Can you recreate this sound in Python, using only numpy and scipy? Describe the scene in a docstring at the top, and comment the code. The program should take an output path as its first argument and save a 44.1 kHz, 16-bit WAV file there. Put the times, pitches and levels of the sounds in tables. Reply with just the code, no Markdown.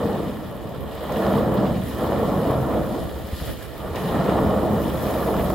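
"""A tugboat pushes through thin harbour ice, heard from the shore.
It opens in mid-surge: the bow crushes and grinds ice made of random clicks with short, hard peaks, the hull rumbles,
air gurgles, slush and spray fizz, floes groan as ringing slips, a diesel of sines and noise hums in a breeze.
Low thumps are decaying swings; from half a second bright bursts snap and crumbs tick, and surges come with crunches.
Around 3.3 s the ice eases, the diesel chugs stand out and plates slide; two more surges close the scene."""
import sys
import numpy as np
from scipy import signal
from scipy.fft import rfft, irfft, next_fast_len
from scipy.io import wavfile

SR = 44100
rng = np.random.default_rng(int(sys.argv[2]) if len(sys.argv) > 2 else 0)


def put_to_file(sound):
    """Save the sound as 16-bit audio at rate SR, in the file named by the first command-line argument."""
    columns = np.atleast_2d(sound).T  # one column per channel
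    safe = np.clip(columns, -1, 1)
    whole_steps = np.round(safe * 32767)
    wavfile.write(sys.argv[1], SR, whole_steps.astype(np.int16))


N = 244314   # length in samples


def from_db(db):
    """Decibels to gain."""
    return 10 ** (np.asarray(db) / 20)


def rms_one(x):
    """Scale to rms 1."""
    return x / np.sqrt(np.mean(x ** 2) + 1e-20)


def together(levels_db):
    """Level in dB of unrelated sounds heard at once: their powers add."""
    return 10 * np.log10(sum(from_db(db) ** 2 for db in levels_db))


def in_time(rows):
    """Each column of a curve, sample by sample."""
    s, *columns = np.transpose(rows)
    return [np.interp(np.arange(N) / SR, s, column) for column in columns]


def per_bin(points):
    """A table over log frequency, read at every spectrum bin."""
    hz, value = np.transpose(points)
    bin_hz = np.fft.rfftfreq(next_fast_len(N), 1 / SR)
    return np.interp(np.log(bin_hz + 1), np.log(hz), value)


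def drift(rate):
    """Smoothed noise of rms 1: a higher rate wavers faster."""
    step = 40   # computed at every 40th sample
    r = np.exp(-2 * np.pi * rate * step / SR)
    noise = rng.standard_normal(N // step + 2002)
    slow = signal.lfilter([1], [1, -2 * r, r * r], noise)[2000:]   # skip the filter's settling
    return np.interp(np.arange(N) / step, np.arange(len(slow)), rms_one(slow))


def swell(start, hold_s, rise_s, fall_s, edge_db, sag_db_per_s=0):
    """Level in dB of a swell that climbs to full force at start, sags while it holds, and dies away."""
    t = np.arange(N) / SR - start
    outside = np.maximum(-t, 0) / rise_s + np.maximum(t - hold_s, 0) / fall_s
    return -edge_db * outside - sag_db_per_s * np.clip(t, 0, hold_s)


LUMP_HALF_WIDTH_S = 0.053   # from the centre to 6 dB down


def lump(s):
    """Level in dB of a brief, rounded swell centred on time s."""
    return -20 * np.log10(1 + ((np.arange(N) / SR - s) / LUMP_HALF_WIDTH_S) ** 2)


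def band(x, low_hz, high_hz):
    """Causal band-pass."""
    sos = signal.butter(2, [low_hz, min(high_hz, .45 * SR)], "band", fs=SR, output="sos")
    return signal.sosfilt(sos, x + 1e-18)


def resonances(x, rows):
    """A chain of peaks and notches."""
    for hz, width, db in rows:
        a, c, g = np.pi * width / SR, -2 * np.cos(2 * np.pi * hz / SR), from_db(db / 2)
        x = signal.lfilter([1 + a * g, c, 1 - a * g], [1 + a / g, c, 1 - a / g], x)
    return x


def pan(left_db):
    """Gains of the two channels; left_db is how much louder the left is."""
    return from_db(np.array([[left_db], [-left_db]]) / 2)


def add(out, s, sound):
    """Mix a short sound in at time s."""
    at = int(np.clip(round(s * SR), 0, N - 1))
    out[..., at:at + sound.shape[-1]] += sound[..., :N - at]


def thud(t, hz, rise_cycles):
    """A soft blow: a swing that builds for part of a cycle and dies within a few."""
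    age = t * hz / rise_cycles
    return age * np.exp(1 - age) * np.sin(2 * np.pi * hz * t)


def grains(per_s, spread_db):
    """Two unrelated trains of random clicks: many small, a few large."""
    born = rng.random((2, N)) < per_s / SR
    count, clicks = born.sum(), np.zeros((2, N))
    size_db = spread_db * np.minimum(rng.exponential(1, count), 4)
    clicks[born] = from_db(size_db) * rng.choice([-1, 1], count)
    return clicks / np.sqrt(per_s)


def fractures(low_hz, high_hz, per_s, patchy_db, count):
    """Pieces of each size break in clumps of their own, so the pitch of the crunch keeps shifting."""
    edges = np.geomspace(low_hz, high_hz, count + 1)
    trains = [grains(per_s, spread_db=1.5), grains(per_s, spread_db=2.0)]
    total = 0
    for k in range(count):
        pieces = band(trains[k % 2], edges[k], edges[k + 1])
        total = total + pieces * from_db(patchy_db * drift(22.6))
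    return total


# How alike left and right are. Each row: frequency in Hz, correlation.
STEREO_LIKENESS = [(50, 0.66), (130, 0.97), (280, 0.94), (550, 0.96), (1100, 0.87), (2000, 0.97),
                   (4000, 0.69), (8000, 0.14), (16000, .1)]


def radiate(pair, spectrum):
    """Colour two excitations and mix them to stereo, mostly alike up to the mids and wide on top; rms 1."""
    size = next_fast_len(N)
    mid, side = rfft(pair, size) * from_db(per_bin(spectrum))
    alike = np.clip(per_bin(STEREO_LIKENESS), -.99, .99)
    mid, side = mid * np.sqrt(1 + alike), side * np.sqrt(1 - alike)
    return rms_one(irfft([mid + side, mid - side], size)[:, :N])


# The diesel's course. Each row: time in seconds, hum in dB, exhaust rumble in dB.
ENGINE_LEVELS = [(0, -45, -46), (0.5, -49, -52), (1.1, -42.5, -62), (1.35, -42, -48), (1.9, -40, -43),
                 (2.5, -37, -44), (3.15, -48, -48), (3.7, -41, -47), (4.5, -37, -39), (5.54, -35, -43)]
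# Harmonics of the firing rate. Each row: multiple, relative level in dB.
FIRING_HARMONICS = [(1, -2), (2, -12), (3, -32), (4, -41)]
# Colour of the exhaust rumble. Each row: frequency in Hz, relative dB per Hz.
EXHAUST_SPECTRUM = [(12, -30), (30, -9), (48, -1), (65, 2.5), (90, 1), (140, -14), (300, -36.5)]
FIRING_HZ, CYLINDERS, FIRST_CHUG_S = 69.28, 6, 0.035
HUM_WAVER_DB, HUM_WAVER_RATE = 1.0, 2.0


def diesel():
    """Wavering firing harmonics over noisy exhaust rumble, with a chug on every sixth firing."""
    hum_db, exhaust_db = in_time(ENGINE_LEVELS)
    turn = 2 * np.pi * FIRING_HZ * (np.arange(N) / SR - FIRST_CHUG_S)
    hum = 0
    for multiple, db in FIRING_HARMONICS:
        waver_db = HUM_WAVER_DB * drift(HUM_WAVER_RATE)
        hum = hum + from_db(db + waver_db) * np.sin(multiple * turn)
    hum = rms_one(hum) * pan(left_db=-2.5)
    exhaust = radiate(rng.standard_normal((2, N)), EXHAUST_SPECTRUM) * from_db(exhaust_db)
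    return from_db(hum_db) * hum + exhaust + chugs(uneven_db=1.5, pitch_spread=0.15)


# The bow rides into the sheet. Each row: full force at in seconds, hold in seconds, rise in seconds,
# fall in seconds, crushing in dB, grinding in dB, hull rumble in dB.
BOW_SURGES = [(-0.08, 0.2, 0.15, 0.36, -25, -33.5, -26), (0.5, 0.32, 0.13, 0.23, -38.5, -45.5, -41),
              (1.241, 0.42, 0.34, 0.18, -21.5, -30.5, -24.5), (2.045, 0.69, 0.13, 0.53, -23, -31.5, -26),
              (4.162, 0.65, 0.32, 0.25, -22, -31.5, -24.5), (5.052, 0.58, 0.22, 0.3, -24, -32.5, -27.5)]
# Single slabs buckle under the bow. Each row: time in seconds, crushing in dB.
SLAB_BUCKLES = [(0.68, -34.5), (1.27, -24.5), (1.42, -28), (1.54, -33), (2.24, -34), (2.51, -22.5),
                (2.78, -25.5), (2.96, -29.5), (3.48, -36), (3.86, -37), (4.02, -43), (4.39, -23),
                (4.53, -27), (5.29, -26), (5.52, -28)]
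# Sharp edges scrape along the bow. Each row: time in seconds, grinding in dB.
EDGE_SCRAPES = [(1.27, -37), (1.39, -34), (2.06, -45), (3.85, -39), (3.98, -38), (4.16, -30), (4.3, -29.5),
                (4.42, -34), (4.6, -33.5), (4.72, -42)]
SURGE_EDGE_DB, SAG_DB_PER_S = 14, 2   # change over one rise or fall time; how fast a held surge tires
GRIND_LEAD_S = 0.022   # the edges grind just before the slabs give way
HULL_LAG_S, HULL_RISE_S, HULL_FALL_S = 0.053, 0.35, 0.4   # the hull answers late and slowly
IDLE_CRUSH_DB, IDLE_GRIND_DB, IDLE_RUMBLE_DB = -42, -55.5, -45   # loose ice between surges
BUCKLE_GRIND_DB, BUCKLE_RUMBLE_DB = -11.5, -7   # relative to a buckle's crushing


def bow():
    """Levels of crushing, grinding and hull rumble: surges, plus lumps from buckling and scraping."""
    crush, grind, rumble = [IDLE_CRUSH_DB], [IDLE_GRIND_DB], [IDLE_RUMBLE_DB]
    for s, hold_s, rise_s, fall_s, crush_db, grind_db, rumble_db in BOW_SURGES:
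        crush.append(crush_db + swell(s, hold_s, rise_s, fall_s, SURGE_EDGE_DB, SAG_DB_PER_S))
        grind.append(grind_db + swell(s - GRIND_LEAD_S, hold_s, rise_s, fall_s, SURGE_EDGE_DB, SAG_DB_PER_S))
        hull_hold_s = max(hold_s - HULL_LAG_S, 0)
        rumble.append(rumble_db + swell(s + HULL_LAG_S, hull_hold_s, HULL_RISE_S, HULL_FALL_S, SURGE_EDGE_DB))
    for s, db in SLAB_BUCKLES:
        crush.append(db + lump(s))
        grind.append(db + BUCKLE_GRIND_DB + lump(s))
        rumble.append(db + BUCKLE_RUMBLE_DB + lump(s + HULL_LAG_S))
    grind += [db + lump(s) for s, db in EDGE_SCRAPES]
    return together(crush), together(grind), together(rumble)


# Colour of slabs giving way. Each row: frequency in Hz, relative dB per Hz.
CRUSH_SPECTRUM = [(40, -45), (120, -31), (250, -13.5), (330, 3), (450, 2), (620, 0.5), (740, -5),
                  (900, -15.5), (1300, -36), (3000, -66)]
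# Colour of grinding edges. Each row: frequency in Hz, relative dB per Hz.
GRIND_SPECTRUM = [(450, -31), (740, 0), (860, 1.5), (1150, 1.5), (1500, -4.5), (1900, -10), (2600, -20),
                  (4000, -25.5), (8000, -50)]


def crushing(crush_db, grind_db):
    """Thick slabs give way with a low crunch; their edges grind along the bow about an octave higher."""
    slabs = radiate(fractures(161.0, 1333, per_s=2200, patchy_db=1.5, count=11), CRUSH_SPECTRUM)
    edges = radiate(fractures(482.0, 4484, per_s=3000, patchy_db=1.5, count=14), GRIND_SPECTRUM)
    slabs = from_db(crush_db) * slabs * pan(left_db=-0.7)
    edges = from_db(grind_db) * edges * pan(left_db=-1.0)
    return slabs + edges


# Colour of the knocks on the hull. Each row: frequency in Hz, relative dB per Hz.
RUMBLE_SPECTRUM = [(15, -50), (45, -20), (80, -4), (125, 1), (165, -0.5), (200, -0.5), (250, 0), (330, -6),
                   (600, -19.5), (1500, -51.5)]
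# The hull booms. Each row: frequency in Hz, width in Hz, boost or cut in dB.
HULL_BOOMS = [(130, 9.4, -2.5), (192.8, 5.6, 7.5), (210, 9.4, 6)]


def hull(rumble_db):
    """Floes and churned water knock on the steel hull, which booms at its own pitches."""
    knocks = radiate(grains(per_s=700, spread_db=3.0), RUMBLE_SPECTRUM)
    return from_db(rumble_db) * rms_one(resonances(knocks, HULL_BOOMS)) * pan(left_db=-0.6)


def bubble(hz, cycles, rise):
    """A pocket of air swells, rings for some cycles and rises in pitch as it nears the surface."""
    length = int(7 * cycles / hz * SR)
    age = np.arange(length) / SR * hz / cycles   # 1 at the loudest moment
    return age * np.exp(1 - age) * np.sin(2 * np.pi * cycles * (age + rise * age ** 2 / 2))


# Big gulps of air in the bow wave. Each row: start in seconds, peak in dB, starting pitch in Hz,
# cycles to the peak, share by which the pitch has risen by then.
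AIR_GULPS = [(2.747, -23, 186.5, 3.35, 0.097), (2.903, -23.5, 148, 4.8, 0.65),
             (4.556, -22.5, 169.7, 3.3, 0.15)]


def gurgle(crush_db, count):
    """A few big gulps, and many smaller bubbles as strong as the crushing at that moment."""
    out = np.zeros(N)
    for s, peak_db, hz, cycles, rise in AIR_GULPS:
        add(out, s, from_db(peak_db) * bubble(hz, cycles, rise))
    for when, height, weakness in rng.random((count, 3)):
        # higher bubbles are quieter
        gain = from_db(crush_db[int(when * N)] - 12.0 * height - 5.2 * weakness)
        add(out, when * N / SR, gain * bubble(260 * 4.74 ** height, cycles=2.6, rise=0.04))
    return out * pan(left_db=1.5)


# The steady bow wave. Each row: time in seconds, slush in dB, fine spray in dB.
BOW_WAVE_LEVELS = [(0, -43, -51), (0.8, -45.5, -55), (1.6, -42.5, -50.5), (2.9, -43, -46.5),
                   (3.3, -42.5, -48.5), (3.75, -42.5, -50.5), (4.4, -41.5, -46), (5.54, -45.5, -47.5)]
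# Water thrown aside falls on the ice. Each row: full force at in seconds, rise in seconds, hold in seconds,
# fall in seconds, slush in dB, fine spray in dB.
WATER_SPLASHES = [(0.0, 0.1, 0.28, 0.16, -44, -51.5), (0.92, 0.02, 0.17, 0.16, -43.5, -55),
                  (1.18, 0.15, 0.2, 0.13, -38.5, -45), (1.59, 0.08, 0.18, 0.14, -44, -56),
                  (1.865, 0.08, 0.14, 0.16, -42, -46), (2.023, 0.14, 0.46, 0.13, -42.5, -49.5),
                  (3.413, 0.11, 0.11, 0.047, -40.5, -42.5), (3.613, 0.03, 0.038, 0.031, -43.5, -48),
                  (3.963, 0.022, 0.11, 0.16, -38.5, -44.5), (4.205, 0.12, 0.12, 0.16, -39, -55),
                  (4.812, 0.12, 0.26, 0.17, -41.5, -45), (5.075, 0.14, 0.42, 0.16, -38.5, -42.5)]
# Colour of the slush. Each row: frequency in Hz, relative dB per Hz.
SLUSH_SPECTRUM = [(400, -11), (1000, 0), (1800, 5.5), (3100, -1), (4200, -5), (5300, -17), (7000, -18.5),
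                  (10000, -17), (16000, -38)]
# Colour of the fine spray. Each row: frequency in Hz, relative dB per Hz.
SPRAY_SPECTRUM = [(2500, -26), (5000, -5.5), (6600, -4), (8000, -7.5), (9300, -8.5), (10400, 0), (11200, 2),
                  (11900, 5), (13000, -3.5), (13800, -2.5), (15200, 0.5), (16000, 2.5)]


def wash():
    """Slush rattles along the bow wave; with each splash, drops and crumbs patter on the ice."""
    slush_db, spray_db = ([steady_db] for steady_db in in_time(BOW_WAVE_LEVELS))
    for s, rise_s, hold_s, fall_s, heavy_db, fine_db in WATER_SPLASHES:
        shape_db = swell(s, hold_s, rise_s, fall_s, edge_db=9.5)
        slush_db.append(heavy_db + shape_db)
        spray_db.append(fine_db + shape_db)
    slush = radiate(fractures(487, 8800, per_s=2200, patchy_db=1.5, count=14), SLUSH_SPECTRUM)
    spray = radiate(fractures(3350, 18260, per_s=4500, patchy_db=2.0, count=12), SPRAY_SPECTRUM)
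    slush = slush * from_db(together(slush_db) + 0.5 * drift(28))
    spray = spray * from_db(together(spray_db) + 0.27 * drift(22))
    return slush * pan(left_db=-0.5) + spray * pan(left_db=1.1)


# Colour of the wind. Each row: frequency in Hz, relative dB per Hz.
BREEZE_SPECTRUM = [(8, -40), (18, -20), (30, -13), (52, 7), (80, 1), (130, 2), (250, -4), (450, -4),
                   (800, -32), (2000, -30), (6000, -58)]
# Puffs of wind on the microphone. Each row: centre in seconds, level in dB.
WIND_PUFFS = [(0.84, -32.5), (2.8, -30), (3.03, -30), (3.5, -29.5), (4.47, -33), (4.97, -35), (5.38, -30)]


def breeze(level_db):
    """Light wind rumbles softly, different at each microphone port, with a few stronger puffs."""
    size = next_fast_len(N)
    noise = rng.standard_normal((2, size))
    air = irfft(rfft(noise) * from_db(per_bin(BREEZE_SPECTRUM)), size)[:, :N]
    wind_db = together([level_db] + [db + lump(s) for s, db in WIND_PUFFS])
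    return rms_one(air) * from_db(wind_db + 0.8 * np.array([drift(3.3), drift(6.2)]))


# Thick floes groan along the bow. Each row: start in seconds, length in seconds, starting pitch in Hz,
# final pitch in Hz, level in dB.
FLOE_GROANS = [(0.0, 0.12, 473, 424, -22.5), (0.15, 0.19, 300, 205, -30.5), (0.16, 0.12, 443, 387, -29),
               (1.31, 0.13, 202, 230, -26), (1.42, 0.19, 540, 427, -30), (1.55, 0.16, 192, 203, -27),
               (2.0, 0.13, 502, 500, -29), (2.18, 0.065, 420, 473, -21), (2.27, 0.21, 204, 198, -25.5),
               (2.46, 0.23, 133, 126, -27.5), (2.48, 0.057, 506, 494, -31), (3.8, 0.16, 165, 199, -37),
               (4.0, 0.11, 200, 150, -27), (4.09, 0.17, 193, 198, -28), (4.26, 0.1, 195, 195, -25),
               (4.35, 0.31, 534, 510, -26.5), (4.4, 0.12, 227, 208, -24.5), (4.68, 0.099, 193, 216, -27),
               (4.81, 0.1, 282, 338, -26.5), (5.34, 0.2, 172, 173, -29)]
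GROAN_WIDTH, SLIPS_PER_S = 0.29, 1500   # bandwidth as a share of the starting pitch; how often the floe slips


def groans():
    """A thick floe sticks and slips on the plating; the slips ring at a pitch that follows the contact."""
    out, t = np.zeros(N), np.arange(SR // 2) / SR
    for s, length_s, start_hz, end_hz, db in FLOE_GROANS:
        slips = rng.standard_normal(len(t)) * (rng.random(len(t)) < SLIPS_PER_S / SR)
        pitch_hz = np.interp(t, [0, length_s], [start_hz, end_hz])
        turn = np.exp(2j * np.pi * np.cumsum(pitch_hz) / SR)
        r = np.exp(-np.pi * GROAN_WIDTH * start_hz / SR)
        press = np.sqrt(np.maximum(np.sin(np.pi * np.minimum(t / length_s, 1)), 0))
        # a low-pass in the frame of the gliding pitch acts as a gliding resonance
        ring = (signal.lfilter([1], [1, -2 * r, r * r], slips / turn) * turn).real * press
        add(out, s, from_db(db) * rms_one(ring) * np.sqrt(np.mean(press ** 2)))
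    return out * pan(left_db=1.0)


# Loud grains of the crunch. Each row: start in seconds, peak in dB, top of the grain's band in Hz.
CRUNCH_PEAKS = [(0.031, -23, 1510), (0.405, -29, 1200), (1.222, -19, 1090), (1.266, -14, 1500),
                (1.338, -15.5, 1190), (1.655, -18, 1200), (2.067, -20, 900), (2.121, -15, 1100),
                (2.202, -20, 1300), (2.231, -17, 900), (2.508, -22, 1400), (2.541, -15, 1200),
                (2.702, -30, 1100), (2.78, -18, 900), (2.843, -31, 1300), (3.959, -20, 2470),
                (4.388, -15, 1000), (4.757, -18, 900), (5.232, -18, 1180), (5.274, -21.5, 1200),
                (5.287, -12.5, 980), (5.341, -12, 1100), (5.367, -16, 1400), (5.503, -14, 1190)]
PEAK_LOW_HZ = 500   # bottom of every grain's band


def crunch_peaks(decay_s, noise_share):
    """Short, hard peaks in the crushing: a band-passed click with a quickly dying burst of noise."""
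    out, t = np.zeros(N), np.arange(SR // 15) / SR
    for s, peak_db, top_hz in CRUNCH_PEAKS:
        noise = rng.standard_normal(len(t)) * np.exp(-t / decay_s)
        click = (t == 0) + noise_share * noise
        grain = band(click, PEAK_LOW_HZ, top_hz)
        add(out, s, from_db(peak_db) * grain / np.abs(grain).max())
    return out


# Strength of the hard-firing cylinder's puff, ahead of the pipe. Each row: time in seconds, level in dB.
CHUG_STRENGTH = [(0, -36), (0.55, -42), (1.2, -33), (2.0, -27), (2.72, -24), (2.81, -20), (2.89, -32),
                 (3.24, -21), (3.33, -14.5), (3.41, -19.5), (3.5, -24.5), (3.67, -31), (3.85, -26),
                 (4.5, -27), (4.8, -25), (5.54, -27)]
# The exhaust pipe rings with each puff. Each row: central pitch in Hz, level in dB, cycles to the peak.
PIPE_RINGS = [(68, -5.5, 0.53), (173, -9, 0.78)]


def chugs(uneven_db, pitch_spread):
    """Once in each engine cycle the hard-firing cylinder sends a dull puff through the exhaust pipe."""
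    out, t = np.zeros(N), np.arange(SR // 8) / SR
    times = np.arange(FIRST_CHUG_S, N / SR, CYLINDERS / FIRING_HZ)
    for s, (strength, pitch) in zip(times, rng.standard_normal((len(times), 2))):
        puff_db = np.interp(s, *np.transpose(CHUG_STRENGTH)) + uneven_db * strength
        for hz, db, rise_cycles in PIPE_RINGS:
            ring = thud(t, hz * np.exp(pitch_spread * pitch), rise_cycles)
            add(out, s, from_db(puff_db + db) * ring)
    return out


def harbour(x, t60_s, wet_db):
    """The quay wall and the far shore send back a dull, diffuse tail after 40 ms."""
    t = np.arange(2 * SR) / SR
    echoes = rng.standard_normal((2, len(t))) * from_db(-60 * t / t60_s) * (t > .04)
    tail = band(echoes / np.linalg.norm(echoes[0]), 50, 1440)
    return from_db(wet_db) * signal.fftconvolve(x, tail, axes=1)[:, :N]


# Low thumps, some of them engine chugs. Each row: start in seconds, level in dB, pitch in Hz.
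LOW_THUMPS = [(0.243, -24, 175), (0.654, -21, 162), (0.721, -25, 125), (0.777, -29, 110), (1.336, -19, 180),
              (1.71, -13.5, 171), (1.78, -17, 119), (1.837, -17.5, 125), (2.253, -19, 95),
              (2.321, -13.5, 190), (2.357, -16, 128), (2.5, -19, 95), (2.579, -13, 150), (3.050, -26, 80),
              (3.138, -27, 72), (3.329, -26, 204.5), (3.42, -24, 165), (3.908, -24, 85.4),
              (4.061, -21, 170), (4.287, -16, 190), (4.416, -21, 110), (4.424, -14, 200), (4.703, -22, 200),
              (5.354, -18, 169), (5.410, -19, 180)]


def thumps(rise_cycles):
    """Each low thump swings for a cycle or two; the lower the swing, the longer it lasts."""
    out, t = np.zeros(N), np.arange(SR // 8) / SR
    for s, level_db, hz in LOW_THUMPS:
        add(out, s, from_db(level_db) * thud(t, hz, rise_cycles))
    return out


# The finest crumbs of ice tinkle over the sheet. 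Each row: time in seconds, level in dB.
CRUMB_LEVELS = [(0.47, -75), (0.51, -63), (1.2, -54), (1.5, -62), (3.0, -62), (4.7, -59), (5.1, -52),
                (5.54, -48)]


def tinkle():
    """Tiny crumbs skitter over the ice, each a very high tick."""
    level_db, = in_time(CRUMB_LEVELS)
    ticks = rms_one(band(grains(per_s=900, spread_db=3.0), 12000, 14500))
    return ticks * from_db(level_db) * pan(left_db=1.0)


# Snapping shards of ice and, at 3.626 s, a short hiss of fine spray.
# Each row: start in seconds, level in dB, relative level of the mid-high body in dB.
BRIGHT_BURSTS = [(0.5114, -40, -14), (0.5661, -40, -14), (0.6913, -41, -13), (0.7452, -42, -14),
                 (0.8061, -37, -11), (0.8355, -39, -9), (0.9502, -37, -12), (1.036, -32, -10),
                 (1.0664, -38, -12), (1.121, -34, 2), (1.1677, -32, -3), (1.5409, -30, -10),
                 (1.5504, -35, -10), (1.8123, -35, -12), (1.8347, -32, -12), (2.5104, -32, -8),
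                 (3.269, -38, -2), (3.626, -31, -6), (3.7788, -34, -8), (3.9576, -36, 3),
                 (5.0243, -33, -12), (5.2648, -33, -10), (5.4434, -32, -10), (5.4982, -29, -7)]


def bright_bursts(decay_s):
    """A few milliseconds of bright, dying noise make the snap of a shard or a short hiss of spray."""
    out, t = np.zeros((2, N)), np.arange(SR // 20) / SR
    for s, level_db, body_db in BRIGHT_BURSTS:
        noise = rng.standard_normal((2, len(t))) * np.exp(-t / decay_s)
        burst = band(noise, 10400, 16500) + from_db(body_db) * band(noise, 2200, 7800)
        add(out, s, from_db(level_db) * burst)
    return out


# Brittle plates crumbling. Each row: start in seconds, level in dB, centre of the band in Hz.
PLATE_CRUNCHES = [(0.912, -47, 2900), (0.97, -51, 3500), (1.159, -36, 2250), (1.335, -43, 3280),
                  (1.383, -42, 3380), (1.568, -41.5, 3100), (1.657, -40.5, 2900), (2.16, -46, 2000),
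                  (2.508, -38, 2100), (3.375, -45, 3900), (3.428, -41, 3050), (3.459, -40, 2050),
                  (3.957, -34, 2300), (4.048, -38, 2200), (4.24, -35, 1900), (4.5, -42, 2950),
                  (5.387, -32, 2100)]
CRUNCH_DECAY_S, CRUNCH_SPAN = 0.031, 1.24   # span: ratio of the band's edges to its centre


def crunches(snaps_per_s, side_share):
    """A brittle plate crumbles in a quick, dying run of tiny snaps."""
    out, t = np.zeros((2, N)), np.arange(SR // 6) / SR
    dying = np.exp(-t / CRUNCH_DECAY_S)
    for s, db, hz in PLATE_CRUNCHES:
        snaps = rng.standard_normal((2, len(t))) * (rng.random(len(t)) < snaps_per_s / SR)
        runs = band(snaps * dying, hz / CRUNCH_SPAN, hz * CRUNCH_SPAN)
        mid, side = (rms_one(run) for run in runs)
        stereo = np.array([mid + side_share * side, mid - side_share * side])
        add(out, s, from_db(db) * np.sqrt(np.mean(dying ** 2)) * stereo)
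    return out


# Thin plates of ice slide over the sheet. Each row: full force at in seconds, hold in seconds, level in dB.
PLATE_SLIDES = [(2.947, 0.05, -48.5), (3.375, 0.08, -45)]
# Colour of their rasp. Each row: frequency in Hz, relative dB per Hz.
RASP_SPECTRUM = [(1500, -26), (2900, 1), (4300, 2), (5800, -9.5), (9000, -9), (12000, -10), (16000, -22)]


def slides():
    """A loose plate skates over the sheet with a wide, crackling rasp."""
    swells_db = [db + swell(s, hold_s, rise_s=0.12, fall_s=0.13, edge_db=10.0) for s, hold_s, db in PLATE_SLIDES]
    rasp = radiate(grains(per_s=2200, spread_db=3.0), RASP_SPECTRUM)
    return rasp * from_db(together(swells_db))


LEFT_DIP_S, LEFT_DIP_HOLD_S, LEFT_DIP_HZ = 3.6, 0.14, 230


def bass_dip(left):
    """The bass dips briefly on the left and comes back: a crossfade to a high-passed copy."""
    share = from_db(swell(LEFT_DIP_S, LEFT_DIP_HOLD_S, rise_s=0.05, fall_s=0.1, edge_db=14))
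    thin = signal.sosfilt(signal.butter(1, LEFT_DIP_HZ, "high", fs=SR, output="sos"), left)
    return left + share * (thin - left)


CRUSH_LUMPY_DB, RUMBLE_LUMPY_DB, LUMPY_RATE = 0.5, -0.5, 26   # ice and water give way unevenly


def scene():
    """Boat, ice and water in the open air."""
    crush_db, grind_db, rumble_db = bow()
    uneven_db = CRUSH_LUMPY_DB * drift(LUMPY_RATE)
    ice = crushing(crush_db + uneven_db, grind_db + uneven_db)
    ice = ice + groans() + crunch_peaks(decay_s=0.0031, noise_share=0.1)
    ice = ice + tinkle() + crunches(snaps_per_s=1100, side_share=0.15) + slides()
    water = gurgle(crush_db, count=260) + wash()
    boat = diesel() + hull(rumble_db + RUMBLE_LUMPY_DB * drift(LUMPY_RATE))
    near = boat + ice + water + thumps(rise_cycles=0.39) + bright_bursts(decay_s=0.0046)
    return near + harbour(near, t60_s=1.8, wet_db=-16.0) + breeze(level_db=-39.0)


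# Colour of the centre of the image. Each row: frequency in Hz, width in Hz, boost or cut in dB.
CENTRE_COLOUR = [(379.3, 89, -7), (429, 11.6, 2.5), (1551, 223, -7.5), (1834, 180, 1.5), (2150, 424, -9),
                 (2653, 200, -9.5), (2995, 130, 3), (4320, 1250, -2.5), (5080, 500, 4), (5990, 450, -8),
                 (6700, 400, 2), (7260, 450, -2.5), (7860, 500, 2.5)]
LOW_CUT_HZ, CUTOFF_HZ = 22, 15770


def record(dry):
    """The microphone colours the centre of the image; the deepest bass and the top are cut."""
    dry = signal.sosfilt(signal.butter(2, LOW_CUT_HZ, "high", fs=SR, output="sos"), dry)
    mid = resonances(dry.mean(axis=0), CENTRE_COLOUR)
    side = (dry[0] - dry[1]) / 2
    top = signal.ellip(12, .1, 80, CUTOFF_HZ, fs=SR, output="sos")
    return signal.sosfilt(top, np.array([bass_dip(mid + side), mid - side]))


dry = scene()
out = record(dry)
put_to_file(out)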